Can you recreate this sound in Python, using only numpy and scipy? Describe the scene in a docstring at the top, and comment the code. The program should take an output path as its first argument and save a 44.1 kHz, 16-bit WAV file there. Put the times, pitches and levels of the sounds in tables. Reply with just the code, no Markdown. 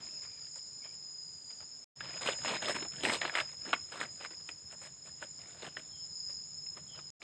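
"""Mushroom picking in dry leaves

Forest floor, microphone close: a hand rustles, rubs and snaps leaf litter, made of tiny random fractures
ringing in resonances, single splinter bursts and a low noise rub of the soil. Among the trees two kinds of
cicada drone as pulsing, swinging tones; far off a bird calls in gliding whistles. Coloured noise makes the
distant air, and the handled microphone adds a low rumble. Twice the sound drops out for a moment."""
import sys
import numpy as np
from scipy import signal
from scipy.fft import rfft, irfft
from scipy.io import wavfile
from scipy.ndimage import uniform_filter1d

SR = 44100
rng = np.random.default_rng(int(sys.argv[2]) if len(sys.argv) > 2 else 0)


def persist_wave(psi):
    """Save psi, clipped to +-1, as 16-bit WAV."""
    counts = np.round(np.clip(psi, -1, 1) * 32767).astype(np.int16)
    wavfile.write(sys.argv[1], SR, np.atleast_2d(counts).T)


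N = 318827

# Far air and insects, colour: (frequency [Hz], relative level per Hz [dB])
AIR_COLOUR = [(30, -16), (100, -10), (200, -1), (300, -2.5), (500, -5.5), (1200, -9.5), (3000, -14),
              (4200, -11.5), (6000, -12.5), (7700, -18.5), (8200, -17), (9500, -25.5), (10700, -36.5),
              (11400, -32), (12500, -41.5), (15000, -40)]
# Low rumble of the handled microphone: (time [s], level [dB])
RUMBLE_LEVEL = [(0, -69), (1.8, -71), (2.1, -60.5), (3.2, -62), (3.8, -67), (5.5, -65.5), (6.5, -66),
                (6.8, -61), (7.2, -70)]
# Colour of that rumble: (frequency [Hz], relative level per Hz [dB])
RUMBLE_COLOUR = [(25, -34.5), (55, -18.5), (77, 1.5), (100, -6.5), (150, 1), (200, -9.5), (300, -23.5),
                 (1000, -60)]
# Far bird: (start [s], length [s], start pitch [Hz], end pitch [Hz], level before mixing with its echoes [dB])
BIRD_WHISTLES = [(.03, 0.17, 2750, 2635, -67.5), (0.197, 0.22, 2450, 2350, -68),
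                 (0.81, 0.053, 2274, 2320, -57.5), (0.833, 0.031, 3150, 3190, -61.5),
                 (5.71, 0.22, 3630, 3580, -74), (5.88, 0.16, 3430, 2920, -66),
                 (6.868, .12, 3400, 2870, -58)]

# Low cicadas among the trees, pitches before the stretch of the spot:
# (offset from the centre [Hz], pitch swing [Hz], mean pulse rate [1/s], relative level [dB])
LOW_CICADAS = [(-85.5, 29, 48, -1.5), (-9.5, 60, 29, 0.5), (26.5, 146, 34, -2.5), (81, 4.4, 58, -2.5)]
# High cicadas among the trees, pitches before the chorus stretch:
# (pitch [Hz], pitch swing [Hz], mean pulse rate [1/s], relative level [dB])
HIGH_CICADAS = [(6737, 48, 27, -7.5), (6910, 140, 81, -0.5), (7105, 67, 14, -2), (7123, 111, 39, 2),
                (7390, 54, 22, -10), (8362, 157, 61, -14), (4000, 32, 38, -26.5), (9920, 220, 64, -39.5)]
# Slow swell of the low chorus: (time [s], level [dB])
LOW_SWELL = [(0.0, -47.5), (2.0, -50.5), (2.1, -47), (2.7, -45), (3.2, -47.5), (3.8, -46.5), (4.1, -52),
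             (4.2, -47.5), (5.0, -56.5), (5.1, -51), (5.3, -55), (5.4, -48.5), (5.5, -57.5), (6.3, -43.5),
             (6.4, -50.5), (6.7, -44.5), (6.8, -53.5), (7.1, -49.5), (7.2, -60)]
# Slow swell of the high chorus: (time [s], level [dB])
HIGH_SWELL = [(0.0, -53.5), (0.4, -51.5), (1.4, -55.5), (1.6, -52.5), (2.0, -56), (2.2, -48), (2.7, -48),
              (3.0, -50), (5.0, -56.5), (5.1, -53.5), (5.9, -55), (6.2, -50.5), (7.1, -56), (7.2, -62.5)]
# Low chorus at each picking spot, before its sway:
# (from [s], centre pitch [Hz], stretch of the pitch range [factor], a moment of highest pitch [s])
PICKING_SPOTS = [(0, 5098, 1.25, 1.0), (1.9, 5137, .98, 2.8)]
# Both choruses flutter at random around their swell
FLUTTER_DB, FLUTTER_RATE_HZ = 1.5, 5.8
# The low chorus sways, and its pitch range narrows (by this fraction) as it rises
SWAY_PERIOD_S, SWAY_HZ, SWAY_NARROWING = .99, 25.04, 0.1421

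# Strokes of the near hand through the litter: (start [s], length [s], rustle level [dB],
# dull soil rub relative to the rustle [dB], crisp fizz relative to the rustle [dB])
HAND_STROKES = [(0, .09, -61, -4.5, -24.5), (0.11, .37, -68.5, -22, -22), (0.223, .03, -58.5, -19, -13),
                (0.559, 0.02, -60, -24, -5), (0.842, 0.023, -60, -25, -20), (0.931, .015, -66, -20, -16),
                (1.504, 0.011, -61.5, -18, -20), (1.602, .025, -60, -23, -24),
                (2.028, .15, -51.5, -17, -19.5), (2.212, 0.12, -43.5, -18, -14),
                (2.261, 0.031, -36.5, -10, -14.5), (2.447, 0.12, -37.5, -11, -18),
                (2.621, .055, -40, -13.5, -17), (2.683, .03, -36, -6, -9), (2.747, 0.022, -39, -7, -12.5),
                (2.785, .075, -50.5, -1.5, -20), (2.92, .08, -56.5, -16, -16),
                (3.038, 0.071, -35, -4.5, -11), (3.12, .04, -36.5, -21, -9.5),
                (3.212, .07, -42, -15.5, -20), (3.33, 0.018, -45, -14, -18), (3.359, 0.05, -37, -26, -16),
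                (3.483, .06, -61, -17, -9), (3.651, 0.11, -50, -5, -16), (3.919, .06, -47, -20, -12.5),
                (4, .04, -40.5, -10.5, -16), (4.204, .05, -50.5, -15, -15), (4.308, 0.023, -55.5, -24, -22),
                (4.397, 0.015, -65, -13, -14), (4.491, .005, -49.5, -21, -12),
                (4.713, .025, -55, -17, -10.5), (4.816, 0.056, -55.5, -16.5, -6.5),
                (5.053, 0.04, -60.5, -12, -6.5), (5.217, .025, -50, -10, -15),
                (5.388, 0.24, -62, -12, -11.5), (5.622, .055, -47.5, -8, -16), (5.78, .015, -54, -6, -10),
                (6.292, .015, -59, -7, -10.5), (6.768, .015, -55.5, -9, -12), (6.949, .05, -58, -18, -22),
                (7.22, .013, -52, -20, -21.5)]
# Colour of the dry litter: (frequency [Hz], relative level per Hz [dB])
LITTER_COLOUR = [(60, -27.5), (200, -13.5), (440, -5), (630, 0.5), (780, -5.5), (1000, -1.5), (2200, 1.5),
                 (3200, 0), (4200, -2), (4700, -14.5), (6300, -25.5), (10000, -59.5)]
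# Colour of the crisp fizz: (frequency [Hz], relative level per Hz [dB])
FIZZ_COLOUR = [(2000, -38.5), (5500, -9.5), (6400, -10.5), (7800, -1), (8600, -1.5), (9800, -23),
               (10700, -26.5), (11400, -22), (12500, -41), (13600, -32), (14400, -58)]
# Loud near snaps of leaves and stalks: (time [s], nominal peak level [dB], ring pitch [Hz])
LOUD_SNAPS = [(0.248, -45.5, 1530), (2.005, -26, 1670), (2.258, -27, 1000), (2.286, -16, 557),
              (2.331, -30, 2960), (2.446, -27, 972), (2.483, -24, 1070), (2.679, -25.5, 1850),
              (2.694, -19.5, 550), (2.823, -27.5, 425), (3.033, -23, 3400), (3.049, -17.5, 2090),
              (3.069, -22, 417), (3.096, -17.5, 1790), (3.214, -18.5, 1820), (3.229, -26, 1800),
              (3.25, -19.5, 1430), (3.294, -23, 1690), (3.351, -15.5, 1950), (3.371, -19.5, 1970),
              (3.384, -17.5, 2070), (3.4, -19.5, 2290), (3.729, -11, 1170), (3.733, -16, 2240),
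              (4.011, -21.5, 1800), (4.208, -34, 606), (4.247, -27.5, 1160), (4.256, -34, 2220),
              (4.488, -30, 2630), (5.224, -27.5, 1520), (5.629, -32, 417), (5.768, -25, 1750),
              (6.663, -47.5, 2510), (6.77, -39, 980), (6.989, -38, 1180), (7.217, -36, 2300)]
# Colour of a single snap: (frequency [Hz], relative level per Hz [dB])
SNAP_COLOUR = [(60, -42.5), (300, -3.5), (600, -0.5), (2200, -1), (3200, -3), (4200, -8.5), (4800, -27),
               (6300, -33.5), (10000, -64)]
# Every stroke bites quickly, holds with a wavering pressure and lets go
STROKE_ATTACK_S, STROKE_RELEASE_S = 0.0023, .013
PRESSURE_DB, PRESSURE_RATE_HZ = 0.83, 25
# Glove and sleeve brush the leaves softly before and after it, for longer around a long stroke
BRUSH_DB, BRUSH_S, BRUSH_PER_LENGTH = -12, 0.019, 0.44
# Small snaps fall at random, a little above the rustle of the moment, ringing anywhere in this range
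SMALL_SNAP_DB, SMALL_SNAP_SPREAD_DB, SMALL_SNAP_HZ = 9.5, 2.5, (700, 3400)
# A smaller piece rings higher and is crisper: fizz relative to the snap body at 2 kHz, and its rise with pitch
SNAP_FIZZ_DB, SNAP_FIZZ_DB_PER_KHZ = -26, 10

# Silences: (from [s], to [s])
DROPOUTS = [(1.843, 1.955), (7.104, 7.198)]
CUTOFF_HZ = 15700


def from_db(db):
    """Decibels to gain."""
    return 10 ** (np.asarray(db) / 20)


def rms_one(x):
    """Scale to unit power."""
    return x / np.sqrt(np.mean(x ** 2) + 1e-20)


def in_time(rows):
    """Each column of a curve, at every sample."""
    s, *columns = np.transpose(rows)
    return [np.interp(np.arange(N) / SR, s, column) for column in columns]


def drift(rate_hz):
    """Slow random wandering with spread 1: noise through two equal low-pass poles."""
    step = 40   # drawn once every 40 samples, joined by straight lines
    warm_up = 2000
    r = np.exp(-2 * np.pi * rate_hz * step / SR)
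    noise = rng.standard_normal(N // step + warm_up + 2)
    slow = signal.lfilter([1], [1, -2 * r, r * r], noise)[warm_up:]
    return np.interp(np.arange(N) / step, np.arange(len(slow)), rms_one(slow))


def evened(x, seconds):
    """Hold the running level at 1, keeping the faster flutter."""
    power = uniform_filter1d(x ** 2, max(int(seconds * SR), 2))
    return x / np.sqrt(np.abs(power) + 1e-12)


def response(spectrum, size=2048):
    """Causal (minimum-phase) impulse response with the given colour, by folding its cepstrum."""
    hz, db = np.transpose(spectrum)
    grid = np.maximum(np.arange(size // 2 + 1) * SR / size, 1)
    gain = from_db(np.interp(np.log(grid), np.log(hz), db))
    cepstrum = irfft(np.log(gain))
    cepstrum[1:size // 2] *= 2
    cepstrum[size // 2 + 1:] = 0
    return irfft(np.exp(rfft(cepstrum)))


def coloured(x, spectrum):
    """Pass a sound through a colour."""
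    return signal.fftconvolve(x, response(spectrum))[:N]


def resonance(x, hz, width_hz):
    """One two-pole resonance with gain 1 on top."""
    r = np.exp(-np.pi * width_hz / SR)
    feed = np.array([1, 0, -1]) * (1 - r * r) / 2
    poles = [1, -2 * r * np.cos(2 * np.pi * hz / SR), r * r]
    return signal.lfilter(feed, poles, x + 1e-18)


def scatter(x, t60):
    """Countless faint echoes from trunks and foliage, decaying 60 dB in t60 seconds, at unit power."""
    t = np.arange(int(t60 * SR)) / SR
    echoes = rng.standard_normal(len(t)) * from_db(-60 * t / t60)
    return signal.fftconvolve(x, echoes / np.linalg.norm(echoes))[:N]


def far_air(level_db, swell_db):
    """Distant air and insects merge into steady coloured noise with a slight swell."""
    noise = rms_one(coloured(rng.standard_normal(N), AIR_COLOUR))
    return from_db(level_db) * noise * from_db(swell_db * drift(2.1))


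def handling_rumble(unsteady_db):
    """Low rumble of the handled microphone: noise in a low band, at an uneven level."""
    level_db, = in_time(RUMBLE_LEVEL)
    noise = rms_one(coloured(rng.standard_normal(N), RUMBLE_COLOUR))
    return from_db(level_db + unsteady_db * drift(10)) * noise


def bird(quaver_hz, t60):
    """Short gliding whistles with a quavering pitch, blurred by distance."""
    out = np.zeros(N)
    for start, length, start_hz, end_hz, db in BIRD_WHISTLES:
        along = np.clip((np.arange(N) / SR - start) / length, 0, 1)
        pitch = start_hz + (end_hz - start_hz) * along + quaver_hz * drift(120)
        tone = np.sin(2 * np.pi * np.cumsum(pitch) / SR)
        out += from_db(db) * np.sin(np.pi * along) * tone
    return 0.83 * out + scatter(out, t60)


def sway():
    """Centre pitch and pitch stretch of the low chorus, swinging about once a second."""
    t = np.arange(N) / SR
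    since, centre_hz, stretch, crest_s = np.transpose(PICKING_SPOTS)
    spot = np.searchsorted(since[1:], t)
    swing = np.cos(2 * np.pi * (t - crest_s[spot]) / SWAY_PERIOD_S)
    return centre_hz[spot] + SWAY_HZ * swing, stretch[spot] * (1 - SWAY_NARROWING * swing)


def loudness(swell):
    """Gain of a chorus: its slow swell with a random flutter."""
    return from_db(in_time(swell)[0] + FLUTTER_DB * drift(FLUTTER_RATE_HZ))


def cicadas(singers, centre_hz, stretch, wander_hz, unsteady, swell_db, t60):
    """Each insect rings one shrill tone swinging with every pulse of its drum; the trees smear them together."""
    out = np.zeros(N)
    for hz, swing_hz, per_s, db in singers:
        beat = 2 * np.pi * np.cumsum(per_s * (1 + unsteady * drift(7.66))) / SR
        pitch = centre_hz + stretch * (hz + swing_hz * np.sin(beat)) + wander_hz * drift(25.96)
        tone = np.sin(2 * np.pi * np.cumsum(pitch) / SR)
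        pulses = 1 + .5 * np.cos(beat)
        out += from_db(db + swell_db * drift(1.3)) * pulses * tone
    out *= np.tanh(np.arange(N) / SR / .004) ** 2   # soft start over a few ms
    return evened(out + 2 * scatter(out, t60), 0.16)


def strokes():
    """Levels in dB of rustle, soil rub and fizz: each stroke is attack, hold and release inside a soft brush."""
    t = np.arange(0, N, 20) / SR
    power = 1e-9
    for start, length, db, rub_db, fizz_db in HAND_STROKES:
        before = np.maximum(start - t, 0)
        after = np.maximum(t - start - length, 0)
        press = np.exp(-before / STROKE_ATTACK_S - after / STROKE_RELEASE_S)
        brush = from_db(BRUSH_DB) * np.exp(-(before + after) / (BRUSH_S + BRUSH_PER_LENGTH * length))
        gains = from_db([db, db + rub_db, db + fizz_db])
        power = power + np.outer(gains, np.maximum(press, brush)) ** 2
    levels_db = np.array(in_time(np.column_stack([t, 10 * np.log10(power.T)])))
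    return levels_db + PRESSURE_DB * drift(PRESSURE_RATE_HZ)


def soil(level_db, rub_hz, width_hz):
    """Fingers pushing into the soft ground add a dull, lumpy rub: uneven noise in a low resonance."""
    lumps = rng.standard_normal(N) * from_db(2.9 * drift(45))
    rub = resonance(resonance(lumps, rub_hz, width_hz), rub_hz, width_hz)
    return from_db(level_db) * evened(rub, 0.17)


def rustle(level_db, fizz_db, per_s, spread_db, clump_db, cycles, shift_db, patches=24):
    """Tiny fractures come in clumps, faster under a firmer hand; each rings a patch of leaf for a few cycles."""
    rate = per_s * from_db(.12 * (level_db - level_db.max()) + clump_db * drift(50))
    sizes = from_db(spread_db * np.minimum(rng.exponential(1, N), 4)) * rng.choice([-1, 1], N)
    cracks = sizes * (rng.random(N) < rate / SR)
    patch = rng.integers(0, patches, N)
    sliding = from_db(-19) * np.std(cracks) * rng.standard_normal((2, N))

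    # as the fingers move on, other patches of leaf take over: the colour keeps shifting
    rings = np.zeros(N)
    for k, hz in enumerate(np.geomspace(330, 6000, patches)):
        ring = resonance(cracks * (patch == k) + sliding[k % 2], hz, hz / cycles)
        rings += ring * np.sqrt(1000 / hz) * from_db(shift_db * drift(8.6))

    crackle = rms_one(rings) + 0.14 * rms_one(cracks)
    body = evened(coloured(crackle, LITTER_COLOUR), .03)
    fizz = evened(coloured(cracks + 4 * sliding[0], FIZZ_COLOUR), 0.12)
    return from_db(level_db) * (body + from_db(fizz_db) * fizz)


def small_snaps(rustle_db, count):
    """Chance snaps that follow the rustle: rows (time [s], nominal peak level [dB], ring pitch [Hz])."""
    when, strength, pitch = rng.random((count, 3)).T
    at = (when * N).astype(int)
    low_hz, high_hz = SMALL_SNAP_HZ
    db = rustle_db[at] + SMALL_SNAP_DB + SMALL_SNAP_SPREAD_DB * (2 * strength - 1)
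    return list(zip(at / SR, db, low_hz * (high_hz / low_hz) ** pitch))


def snaps(rows, splinters_per_s, rise_s, fall_s, tail, tail_s, ring_gain, cycles, break_s, size=4096):
    """A leaf gives way in a burst of splinters that builds up, breaks and dies away, ringing at its own pitch."""
    lead = size // 8   # samples before the break
    out = np.zeros(N + 2 * size)
    t = (np.arange(size) - lead) / SR
    build_up = np.exp(-np.abs(t) / rise_s)
    die_away = np.exp(-np.abs(t) / fall_s) + tail * np.exp(-np.abs(t) / tail_s)
    shape = np.where(t < 0, build_up, die_away)
    body_colour, fizz_colour = response(SNAP_COLOUR), response(FIZZ_COLOUR)
    # the body of a snap holds as much energy as 0.4 ms at its nominal peak level
    packed = np.sqrt(.0004 * SR / size)
    for s, db, hz in rows:
        burst = shape * rng.standard_normal(size) * (rng.random(size) < splinters_per_s / SR)
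        burst[lead] = 1   # the break itself
        ringing = burst + ring_gain * resonance(burst, hz, hz / cycles)
        body = signal.fftconvolve(ringing, body_colour)[:size]
        fizz = signal.fftconvolve(burst, fizz_colour)[:size]
        fizz_db = SNAP_FIZZ_DB + SNAP_FIZZ_DB_PER_KHZ * (hz / 1000 - 2)
        start = int((s + break_s) * SR)
        out[start:start + size] += from_db(db) * packed * (rms_one(body) + from_db(fizz_db) * rms_one(fizz))
    return out[lead:lead + N]


def scene():
    """The near hand in the leaves, in front of the far forest."""
    air = far_air(level_db=-66.5, swell_db=1.0)
    rumble = handling_rumble(unsteady_db=2.1)
    whistles = bird(quaver_hz=125, t60=0.39)
    centre_hz, stretch = sway()
    low = loudness(LOW_SWELL) * cicadas(LOW_CICADAS, centre_hz, stretch, wander_hz=12,
                                        unsteady=0.0405, swell_db=4.5, t60=0.55)
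    # the high pitches are given outright, so their centre is 0
    high = loudness(HIGH_SWELL) * cicadas(HIGH_CICADAS, 0, 0.99, wander_hz=18,
                                          unsteady=0.0746, swell_db=1.5, t60=0.82)
    forest = air + rumble + whistles + low + high

    rustle_db, rub_db, fizz_db = strokes()
    ground = soil(rub_db, rub_hz=182, width_hz=342)
    leaves = rustle(rustle_db, fizz_db - rustle_db, per_s=4500, spread_db=5.5, clump_db=3.5,
                    cycles=9.1, shift_db=3.5)
    all_snaps = list(LOUD_SNAPS) + small_snaps(rustle_db, count=120)
    leaves += snaps(all_snaps, splinters_per_s=5500, rise_s=0.00098, fall_s=0.0036, tail=0.066,
                    tail_s=0.013, ring_gain=4.3, cycles=4.3, break_s=.002)
    leaf_echoes = from_db(-18.0) * scatter(leaves, t60=0.18)
    return (forest + ground + leaves + leaf_echoes)[None]


def record(dry):
    """The sound drops out twice and fades quickly back in; the top is cut by a steep low-pass."""
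    t, gate = np.arange(N) / SR, np.ones(N)
    for start, end in DROPOUTS:
        fade_in = np.clip((t - end) / 0.016, 0, 1)
        gate *= np.where(t < start, 1, fade_in)
    low_pass = signal.ellip(10, .1, 80, CUTOFF_HZ, fs=SR, output="sos")
    return signal.sosfilt(low_pass, dry * gate + 1e-18)


dry = scene()
out = record(dry)
persist_wave(out)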